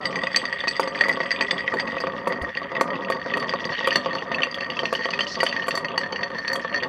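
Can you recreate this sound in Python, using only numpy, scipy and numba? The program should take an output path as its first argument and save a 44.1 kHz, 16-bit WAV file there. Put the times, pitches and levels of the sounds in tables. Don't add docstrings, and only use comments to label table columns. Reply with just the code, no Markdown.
import sys
import numpy as np
from scipy import signal
from scipy.fft import rfft, irfft, next_fast_len
from scipy.io import wavfile
from scipy.ndimage import uniform_filter1d
from numba import njit

SR = 44100
rng = np.random.default_rng(int(sys.argv[2]) if len(sys.argv) > 2 else 0)


def dump_mix(stems):
    frames = np.atleast_2d(stems).T
    limited = np.clip(frames, -1, 1)
    pcm = np.round(limited * 32767).astype(np.int16)
    wavfile.write(sys.argv[1], SR, pcm)


N = 303408

# (frequency [Hz], relative level [dB])
ROOM_TONE = [(20, -22), (45, -3), (65, -1), (90, 5), (120, -6), (200, -5), (1000, -12), (4000, -25),
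             (8000, -38), (16000, -44)]
# (time [s], level [dB], starting frequency [Hz], t60 [s])
BUMP_THROUGH_COUNTER = (2.416, -25, 72, .13)
# (time [s], through the base [dB], on the wall [dB], cube on cube [dB], ping on the rim [dB])
PATTER = [(0.0, -31.5, -36.5, -45, -44), (0.65, -35.5, -37.5, -42, -53), (1.09, -29, -32.5, -43.5, -44),
          (1.22, -32, -33, -41.5, -45.5), (2.39, -30.5, -35, -47.5, -50.5), (2.63, -32.5, -36, -49.5, -62),
          (2.95, -29.5, -38, -44.5, -53), (3.14, -31.5, -40.5, -46, -53), (3.73, -31, -30.5, -36.5, -43.5),
          (3.95, -30, -34.5, -37, -45.5), (4.35, -33, -37.5, -43.5, -52.5),
          (4.92, -33.5, -34.5, -44.5, -44), (5.34, -34, -34.5, -39, -34), (5.88, -34, -38, -47, -52.5),
          (6.46, -33.5, -31, -49.5, -43), (6.88, -30.5, -36, -42, -50)]
# (time [s], pitch [factor])
WATER_LOADING = [(0, 1.013), (1.5, 1.016), (3, 1.005), (5, .99), (6.88, 0.98)]
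# (nominal frequency [Hz], relative level [dB], t60 [s])
BOARD_MODES = [(195.8, -17, 0.13), (241.4, -18, 0.2), (290.4, -16, 0.16), (402, -18.5, 0.22),
               (543.6, -3.5, 0.063), (682, -8, 0.054), (952, -4, 0.03), (1154, -1, 0.036),
               (1508, -21, 0.11)]
# (nominal frequency [Hz], relative level [dB], t60 [s])
SPOON_MODES = [(6550, -4, .035), (7560, -3, .05), (8980, -2, .05), (9550, -7, .035), (10400, -5, .05),
               (11750, -7, .05), (12200, -10, .035), (14000, -18, .04), (15600, -18, .03)]
# (nominal frequency [Hz], relative level [dB], t60 [s])
ICE_MODES = [(2700, -20, 0.084), (2740, -18.5, 0.0033), (2995, -5.5, 0.008), (3357, -2, 0.011)]
# (nominal frequency [Hz], relative level [dB], t60 [s])
WALL_HUM = [(1780, -49, 0.037), (1857.6, 4, 0.075), (1897, 9, 0.044), (2036, -25.5, 0.085)]
# (nominal frequency [Hz], relative level [dB], t60 [s])
WALL_PING = [(4550, -8, 0.06), (4625, -10, 0.05), (4860, -19, 0.03), (5150, -31, 0.03), (6020, -17, 0.045),
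             (6230, -18, 0.04)]
# (nominal frequency [Hz], relative level [dB], t60 [s])
WALL_OVERTONES = [(8030, 0, .13), (7950, -2, .1), (11850, -20, .06)]
# (time [s], level against the ping [dB])
OVERTONE_SHARE = [(0, -28), (.36, -23), (1.8, -27), (2.6, -39), (4, -37), (6.88, -40)]
MODE_SCATTER = {"board": 1.5, "wall": 2.5, "ice": 4, "spoon": 4}
# (low edge [Hz], high edge [Hz])
TREBLE_BAND = (4200, 15800)
# (time [s], thud level [dB])
SHOVES = [(0.237, -19.5), (0.44, -25), (0.638, -20), (0.673, -18.5), (0.796, -10), (0.875, -17.5),
          (0.979, -33), (1.055, -22), (1.083, -14.5), (1.172, -19), (1.203, -14), (1.408, -17),
          (1.516, -31), (1.739, -14.5), (1.877, -25), (1.968, -19), (2.038, -18.5), (2.07, -17.5),
          (2.272, -13), (2.323, -23), (2.617, -24.5), (2.718, -22.5), (2.811, -7), (2.878, -24),
          (3.002, -34), (3.101, -12.5), (3.147, -22), (3.261, -19.5), (3.371, -15.5), (3.428, -18.5),
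          (3.537, -12), (3.809, -20.5), (3.874, -9.5), (4.06, -14), (4.154, -18.5), (4.316, -18.5),
          (4.405, -17.5), (4.47, -22.5), (4.575, -25), (4.833, -16), (4.927, -13), (5.056, -16.5),
          (5.089, -19), (5.134, -29), (5.39, -27), (5.431, -8.5), (5.525, -53.5), (5.561, -26),
          (5.682, -15), (5.741, -20), (5.978, -24), (6.127, -19), (6.303, -21.5), (6.648, -20),
          (6.831, -22.5)]
# (time [s], tick level [dB])
TICKS = [(0.3607, -45), (0.7983, -33.5), (1.0086, -44), (1.0374, -52), (1.0845, -36), (1.0937, -50),
         (1.507, -53), (1.7404, -45), (1.7964, -55), (2.0027, -47.5), (2.2752, -39), (2.4204, -45),
         (2.5714, -54), (2.81, -30.5), (3.1007, -36), (3.3708, -42), (3.3984, -50), (3.8719, -32.5),
         (3.927, -55), (3.9571, -35), (4.1537, -55), (4.4338, -49), (4.5453, -50), (4.7903, -52),
         (4.9285, -36.5), (4.9524, -51), (5.0559, -56), (5.1898, -49), (5.4035, -42), (5.4323, -31),
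         (5.4634, -45), (5.6693, -45.5), (5.682, -33), (5.7522, -36), (5.7753, -39), (5.9779, -41.5),
         (6.4812, -56), (6.5305, -33.5), (6.5551, -35.5), (6.595, -57), (6.832, -56)]
# (time [s], clack level [dB], frequency [Hz])
CLACKS = [(0.0539, -24, 2970), (0.1271, -28, 2420), (0.157, -20.5, 2340), (0.2357, -20, 3580),
          (0.2693, -26, 2550), (0.3601, -18, 2494), (0.6043, -22, 3490), (0.6783, -16.5, 2520),
          (0.9463, -34, 3440), (0.976, -28, 2450), (1.0083, -23, 2490), (1.1656, -29, 3300),
          (1.2036, -38, 2600), (1.307, -23.5, 2620), (1.3616, -24, 2460), (1.41, -15.5, 2510),
          (1.4944, -40, 3500), (1.5085, -15.5, 3500), (1.5802, -24, 3360), (1.6765, -31, 2590),
          (1.7963, -34, 2460), (1.7956, -21, 3530), (1.8747, -25.5, 2560), (1.9825, -24, 2570),
          (2.5506, -26, 2750), (2.7512, -25, 2600), (2.9547, -28, 2640), (3.048, -26, 2710),
          (3.3371, -21.5, 2560), (3.4931, -21.5, 3380), (3.8728, -24, 3080), (3.9065, -14, 2860),
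          (3.9555, -20.5, 2860), (3.9796, -30, 3350), (4.1839, -25, 2830), (4.3182, -27.5, 2890),
          (4.345, -14, 2630), (4.4202, -18, 3050), (4.4329, -11, 2750), (4.5436, -20.5, 3370),
          (4.6083, -22.5, 2710), (4.7017, -17.5, 2880), (4.7685, -24, 2650), (4.7913, -16, 3120),
          (4.855, -15.5, 2720), (4.9375, -23, 2810), (4.9512, -17, 2990), (5.0559, -22, 3110),
          (5.1068, -26, 2860), (5.135, -17.5, 2540), (5.1916, -18, 2780), (5.2072, -14.5, 3080),
          (5.2678, -22.5, 2940), (5.4028, -18, 2900), (5.4656, -15.5, 3020), (5.5125, -27.5, 2750),
          (5.5258, -19.5, 2730), (5.6225, -26.5, 2940), (5.7082, -24, 2740), (5.8468, -29, 2620),
          (5.8844, -24.5, 2910), (5.917, -27.5, 2620), (5.9771, -21, 2860), (6.1295, -27.5, 3030),
          (6.1594, -25.5, 2850), (6.2293, -26.5, 2650), (6.4803, -21, 2500), (6.559, -23, 3270),
          (6.74, -26.5, 2750), (6.834, -25.5, 3520)]
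# (time [s], wall hum level [dB], wall ping level [dB])
CLINKS = [(0.0553, -19, -22.5), (0.1281, -27, -41), (0.1575, -21, -33), (0.2342, -25, -33),
          (0.2698, -20, -33), (0.3311, -31, -33), (0.3456, -17, -44), (0.3616, -13, -9.5),
          (0.4534, -20.5, -28), (0.5267, -15.5, -32), (0.606, -23, -42), (0.6394, -20.5, -44),
          (0.6724, -22, -32), (0.6814, -19.5, -16.5), (0.7107, -25, -27.5), (0.7575, -23, -38),
          (0.7657, -20.5, -29.5), (0.8305, -19, -29.5), (0.8759, -20.5, -30.5), (0.9492, -19, -53),
          (1.0096, -8, -25.5), (1.0374, -12.5, -33), (1.0934, -12, -38), (1.1265, -24, -30),
          (1.2037, -16, -47), (1.2322, -20, -33), (1.3069, -15.5, -24.5), (1.3149, -12.5, -22),
          (1.4097, -13.5, -22.5), (1.4231, -15.5, -26), (1.5105, -12.5, -19), (1.5808, -25, -41),
          (1.5891, -22.5, -34), (1.6781, -14.5, -54), (1.7988, -13.5, -25), (1.8756, -29, -37),
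          (2.003, -26, -27), (2.0692, -23.5, -40), (2.3231, -17.5, -34), (2.4917, -24, -74),
          (2.5711, -15, -30.5), (2.6304, -25.5, -45), (2.7526, -21.5, -59), (2.7656, -16, -41),
          (2.8784, -30, -54), (2.9038, -22, -41), (2.9552, -30, -45), (3.0188, -29.5, -51),
          (3.084, -24, -52), (3.1216, -17.5, -30), (3.3041, -21.5, -39), (3.3383, -18.5, -36),
          (3.398, -31, -32.5), (3.4935, -19.5, -28), (3.6523, -21.5, -25), (3.692, -22, -43),
          (3.7232, -30, -31.5), (3.8437, -24, -39), (3.9165, -17, -41), (3.9264, -20, -23),
          (3.9574, -11.5, -16), (4.1087, -24, -45), (4.131, -22, -32.5), (4.1504, -36, -30),
          (4.3176, -24, -36), (4.3555, -35, -38), (4.384, -17.5, -45), (4.4338, -25, -43),
          (4.512, -35, -32), (4.6069, -19, -28.5), (4.6448, -25, -36.5), (4.791, -19, -43),
          (4.8536, -21, -42), (4.951, -23, -29.5), (5.1056, -27, -25.5), (5.1362, -20.5, -29),
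          (5.19, -18.5, -32), (5.2058, -21, -20), (5.244, -27.5, -45), (5.3548, -26, -28),
          (5.4033, -20, -24), (5.4645, -12.5, -31), (5.4874, -30, -27.5), (5.5263, -18, -44),
          (5.5643, -18, -33), (5.5962, -24, -54), (5.7079, -20.5, -26.5), (5.7533, -23, -25),
          (5.7744, -22, -28), (5.8461, -16, -28.5), (5.9783, -18, -19), (6.0118, -23, -32.5),
          (6.0342, -18.5, -37), (6.1233, -26, -31), (6.1599, -24, -33), (6.2322, -16.5, -28),
          (6.347, -27, -46), (6.3836, -27.5, -32), (6.4477, -19, -49), (6.4783, -22, -22),
          (6.5318, -24, -26), (6.5954, -24.5, -56), (6.6478, -27.5, -57), (6.7441, -16.5, -30),
          (6.7603, -21, -28), (6.7756, -19, -32), (6.8331, -17.5, -29.5)]

ROOM_TONE_DB, KITCHEN_DB = -54.5, -24
KITCHEN_T60_S, WALL_CUT_HZ = 0.28, 10000
CUTOFF_HZ = 16500
CLINK_THUD_DB, CLINK_CLACK_DB, CLINK_TICK_DB = -14.5, -3, -37
CLACK_HUM_DB, CLACK_THUD_DB, CLACK_PING_DB, CLACK_TICK_DB = -14, -12.5, -16, -49.5
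SHOVE_HUM_DB, SHOVE_CLACK_DB, SHOVE_PING_DB, SHOVE_TICK_DB = -17, -15, -23, -54.5
TICK_HUM_DB, TICK_THUD_DB, TICK_CLACK_DB, TICK_PING_DB = -1, 14, 5.5, 1.5
SIDE_SCATTER_DB = 3
RIM_DB, SCRAPE_DB = -3, -13
OVERTONE_SAG = 0.35
SPRAY_PER_S, SPRAY_SMOOTH = 1500, 0.6
SPRAY_T60_S = 0.12
THUD_PITCH = 0.98


def from_db(db):
    return 10 ** (np.asarray(db) / 20)


def rms_one(x):
    return x / np.sqrt(np.mean(x ** 2) + 1e-20)


def in_time(rows):
    s, *columns = np.transpose(rows)
    return [np.interp(np.arange(N) / SR, s, column) for column in columns]


def drift(rate_hz):
    r = np.exp(-80 * np.pi * rate_hz / SR)
    noise = rng.standard_normal(N // 40 + 2002)
    slow = signal.lfilter([1], [1, -2 * r, r * r], noise)[2000:]
    return np.interp(np.arange(N) / 40, np.arange(len(slow)), rms_one(slow))


def band(x, low_hz, high_hz):
    return signal.sosfilt(signal.butter(3, [low_hz, high_hz], "band", fs=SR, output="sos"), x)


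def room_tone():
    hz, db = np.transpose(ROOM_TONE)
    bins = np.maximum(np.arange(N // 2 + 1) * SR / N, 1)
    colour = from_db(np.interp(np.log(bins), np.log(hz), db))
    hush = irfft(rfft(rng.standard_normal(N)) * colour, N)
    return from_db(ROOM_TONE_DB) * rms_one(hush)


def kitchen(x):
    size = next_fast_len(N + SR)
    w = 2 * np.pi * np.arange(size // 2 + 1) / size
    dull = 1 / (1 + 1j * w * SR / (2 * np.pi * WALL_CUT_HZ))
    wet = 0
    for k, lag in enumerate(np.geomspace(0.009, 0.031, num=10) * SR):
        loop = from_db(-60 * lag / SR / KITCHEN_T60_S) * dull * np.exp(-1j * w * lag)
        wet = wet + (-1) ** k * loop / (1 - loop)
    return irfft(rfft(x, size) * wet, size)[:N]


def bump():
    s, db, hz, t60 = BUMP_THROUGH_COUNTER
    t = np.maximum(np.arange(N) / SR - s, 0)
    swell = 1 - np.exp(-t / 0.0019)
    return from_db(db - 60 * t / t60) * swell * np.sin(2 * np.pi * hz * t * (1 - t))


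@njit
def resonate(clicks, cos_w, sin_w, r):
    out = np.zeros(len(clicks))
    for i in range(2, len(clicks)):
        out[i] = 2 * r * cos_w[i] * out[i - 1] - r * r * out[i - 2] + sin_w[i] * clicks[i - 1]
    return out


def ring(clicks, hz, t60):
    w = 2 * np.pi * hz / SR * np.ones(N)
    return resonate(clicks + 1e-18, np.cos(w), np.sin(w), from_db(-60 / (t60 * SR)))


def touches(per_s, spread_db):
    size_db = spread_db * np.minimum(rng.exponential(1, N), 4)
    sizes = from_db(size_db) * rng.choice([-1, 1], N)
    chance = per_s * from_db(4 * drift(9)) / SR
    return rms_one(sizes * (rng.random(N) < chance))


def pattered(modes, clicks, level_db, pitch):
    murmur = sum(from_db(db) * ring(clicks, hz * pitch, t60) for hz, db, t60 in modes)
    return from_db(level_db) * rms_one(murmur)


def chatter(count, t60):
    size = (count, 600)
    skips = rng.standard_normal(size) * (rng.random(size) < 0.03)
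    skips[:, 0] = 2.12
    skips = skips * from_db(-60 * np.arange(600) / (t60 * SR))
    return skips / np.sqrt(np.sum(skips ** 2, axis=1, keepdims=True))


def blows(s, level_db, contact):
    at = np.round(s * SR).astype(int)[:, None] + np.arange(contact.shape[1])
    clicks = np.zeros(N + contact.shape[1])
    np.add.at(clicks, at, from_db(level_db)[:, None] * contact)
    return clicks[:N]


def struck(modes, s, knock_db, contact, pitch, scatter_db):
    usual = from_db(np.array(modes)[:, 1])
    share = usual * from_db(scatter_db * rng.normal(0, 1, (len(s), len(modes))))
    share_db = 20 * np.log10(share / np.linalg.norm(share, axis=1, keepdims=True))
    total = 0
    for k, (hz, _, t60) in enumerate(modes):
        total = total + ring(blows(s, knock_db + share_db[:, k], contact), hz * pitch, t60)
    return total


def crack(s, level_db, t60):
    clicks = blows(s, level_db, np.ones((len(s), 1)))
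    dying = signal.lfilter([1], [1, -from_db(-60 / (t60 * SR))], clicks)
    return dying * rng.standard_normal(N)


def beside(level_db, *offsets_db):
    return [level_db + offset + SIDE_SCATTER_DB * rng.standard_normal(len(level_db)) for offset in offsets_db]


def knocks():
    s, thud = np.transpose(SHOVES)
    hum, clack, ping, tick = beside(thud, SHOVE_HUM_DB, SHOVE_CLACK_DB, SHOVE_PING_DB, SHOVE_TICK_DB)
    shoves = [s, hum, thud, clack, ping, tick]
    s, tick = np.transpose(TICKS)
    hum, thud, clack, ping = beside(tick, TICK_HUM_DB, TICK_THUD_DB, TICK_CLACK_DB, TICK_PING_DB)
    ticks = [s, hum, thud, clack, ping, tick]
    s, clack, _ = np.transpose(CLACKS)
    hum, thud, ping, tick = beside(clack, CLACK_HUM_DB, CLACK_THUD_DB, CLACK_PING_DB, CLACK_TICK_DB)
    cubes = [s, hum, thud, clack, ping, tick]
    s, hum, ping = np.transpose(CLINKS)
    thud, clack = beside(hum, CLINK_THUD_DB, CLINK_CLACK_DB)
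    tick, = beside(ping, CLINK_TICK_DB)
    clinks = [s, hum, thud, clack, ping, tick]
    return np.hstack([clinks, shoves, cubes, ticks])


def board(s, thud, base_db):
    thuds = struck(BOARD_MODES, s, thud + 1.6, chatter(len(s), 0.012), THUD_PITCH, MODE_SCATTER["board"])
    thuds += crack(s, thud + 1.13, 0.02)
    murmur = pattered(BOARD_MODES, touches(300, spread_db=2.5), base_db, 1 + 0.041 * drift(16.3))
    return band(thuds, 313, 2340) + band(murmur, 147, 1363)


def scrape(rim_db):
    return from_db(rim_db + SCRAPE_DB + 21 * np.tanh(drift(19))) * rng.standard_normal(N)


def spray(s, level_db):
    droplets = np.abs(uniform_filter1d(touches(SPRAY_PER_S, spread_db=0.5), size=12))
    return crack(s, level_db, SPRAY_T60_S) * (SPRAY_SMOOTH + droplets * 3)


def spoon(s, tick, tremble):
    splash = band(spray(s, tick - 8), 4300, 9800) + crack(s, tick - 9, 0.022)
    return struck(SPOON_MODES, s, tick - 1.5, chatter(len(s), 0.043), tremble, MODE_SCATTER["spoon"]) + splash


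def clacks(knock_db, contact):
    s, db, hz = np.transpose(CLACKS)
    latest = np.searchsorted(s, np.arange(N) / SR, side="right") - 1
    return ring(blows(s, db + knock_db, contact), hz[np.maximum(latest, 0)], 0.03)


def ice(s, clack, contact, cube_db):
    tumble = 1 + 0.056 * drift(23)
    struck_ice = struck(ICE_MODES, s, clack - 5, contact, tumble, MODE_SCATTER["ice"])
    pairs = clacks(1.1, chatter(len(CLACKS), 0.011))
    murmur = pattered(ICE_MODES, touches(200, spread_db=4), cube_db, tumble)
    return band(struck_ice + pairs + murmur + crack(s, clack - 3, 0.026), 1580, 3555)


def wall_hum(s, hum, contact, on_wall, wall_db, pitch):
    hums = struck(WALL_HUM, s, hum + 0.5, contact, pitch, MODE_SCATTER["wall"])
    return band(hums + pattered(WALL_HUM, on_wall, wall_db, pitch), 510, 2970)


def wall_ping(s, ping, contact, on_wall, rim_db, pitch):
    pings = struck(WALL_PING, s, ping + 3, contact, pitch, MODE_SCATTER["wall"])
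    murmur = pattered(WALL_PING, on_wall, rim_db + RIM_DB, pitch)
    return band(pings + murmur + scrape(rim_db) + crack(s, ping - 3.5, 0.0082), 4010, 5890)


def wall_overtones(s, ping, contact, on_wall, rim_db, pitch):
    share_db = np.interp(s, *np.transpose(OVERTONE_SHARE)) + 0.4 * (ping + 30)
    rings = struck(WALL_OVERTONES, s, ping + share_db, contact, pitch, MODE_SCATTER["wall"])
    murmur_db = rim_db + 2.5 + in_time(OVERTONE_SHARE)[0]
    return rings + pattered(WALL_OVERTONES, on_wall, murmur_db, pitch)


def scene():
    s, hum, thud, clack, ping, tick = knocks()
    base_db, wall_db, cube_db, rim_db = in_time(PATTER)
    loading = in_time(WATER_LOADING)[0]
    pitch = loading * (1 + 0.013 * drift(8.7) + 0.0062 * drift(73))
    tremble = 1 + 0.004 * drift(5) + 0.004 * drift(60)
    upper_pitch = tremble * (loading / 1.02) ** OVERTONE_SAG
    on_wall, contact = touches(200, spread_db=4.5), chatter(len(s), 0.059)
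    treble = spoon(s, tick, tremble) + wall_overtones(s, ping, contact, on_wall, rim_db, upper_pitch)
    glass = board(s, thud, base_db) + band(treble, *TREBLE_BAND)
    glass += ice(s, clack, contact, cube_db)
    glass += wall_hum(s, hum, contact, on_wall, wall_db, pitch)
    glass += wall_ping(s, ping, contact, on_wall, rim_db, pitch)
    return (room_tone() + from_db(KITCHEN_DB) * kitchen(glass) + bump() + glass)[None]


def record(dry):
    return signal.sosfilt(signal.cheby2(14, 60, CUTOFF_HZ, fs=SR, output="sos"), dry)


dry = scene()
out = record(dry)
dump_mix(out)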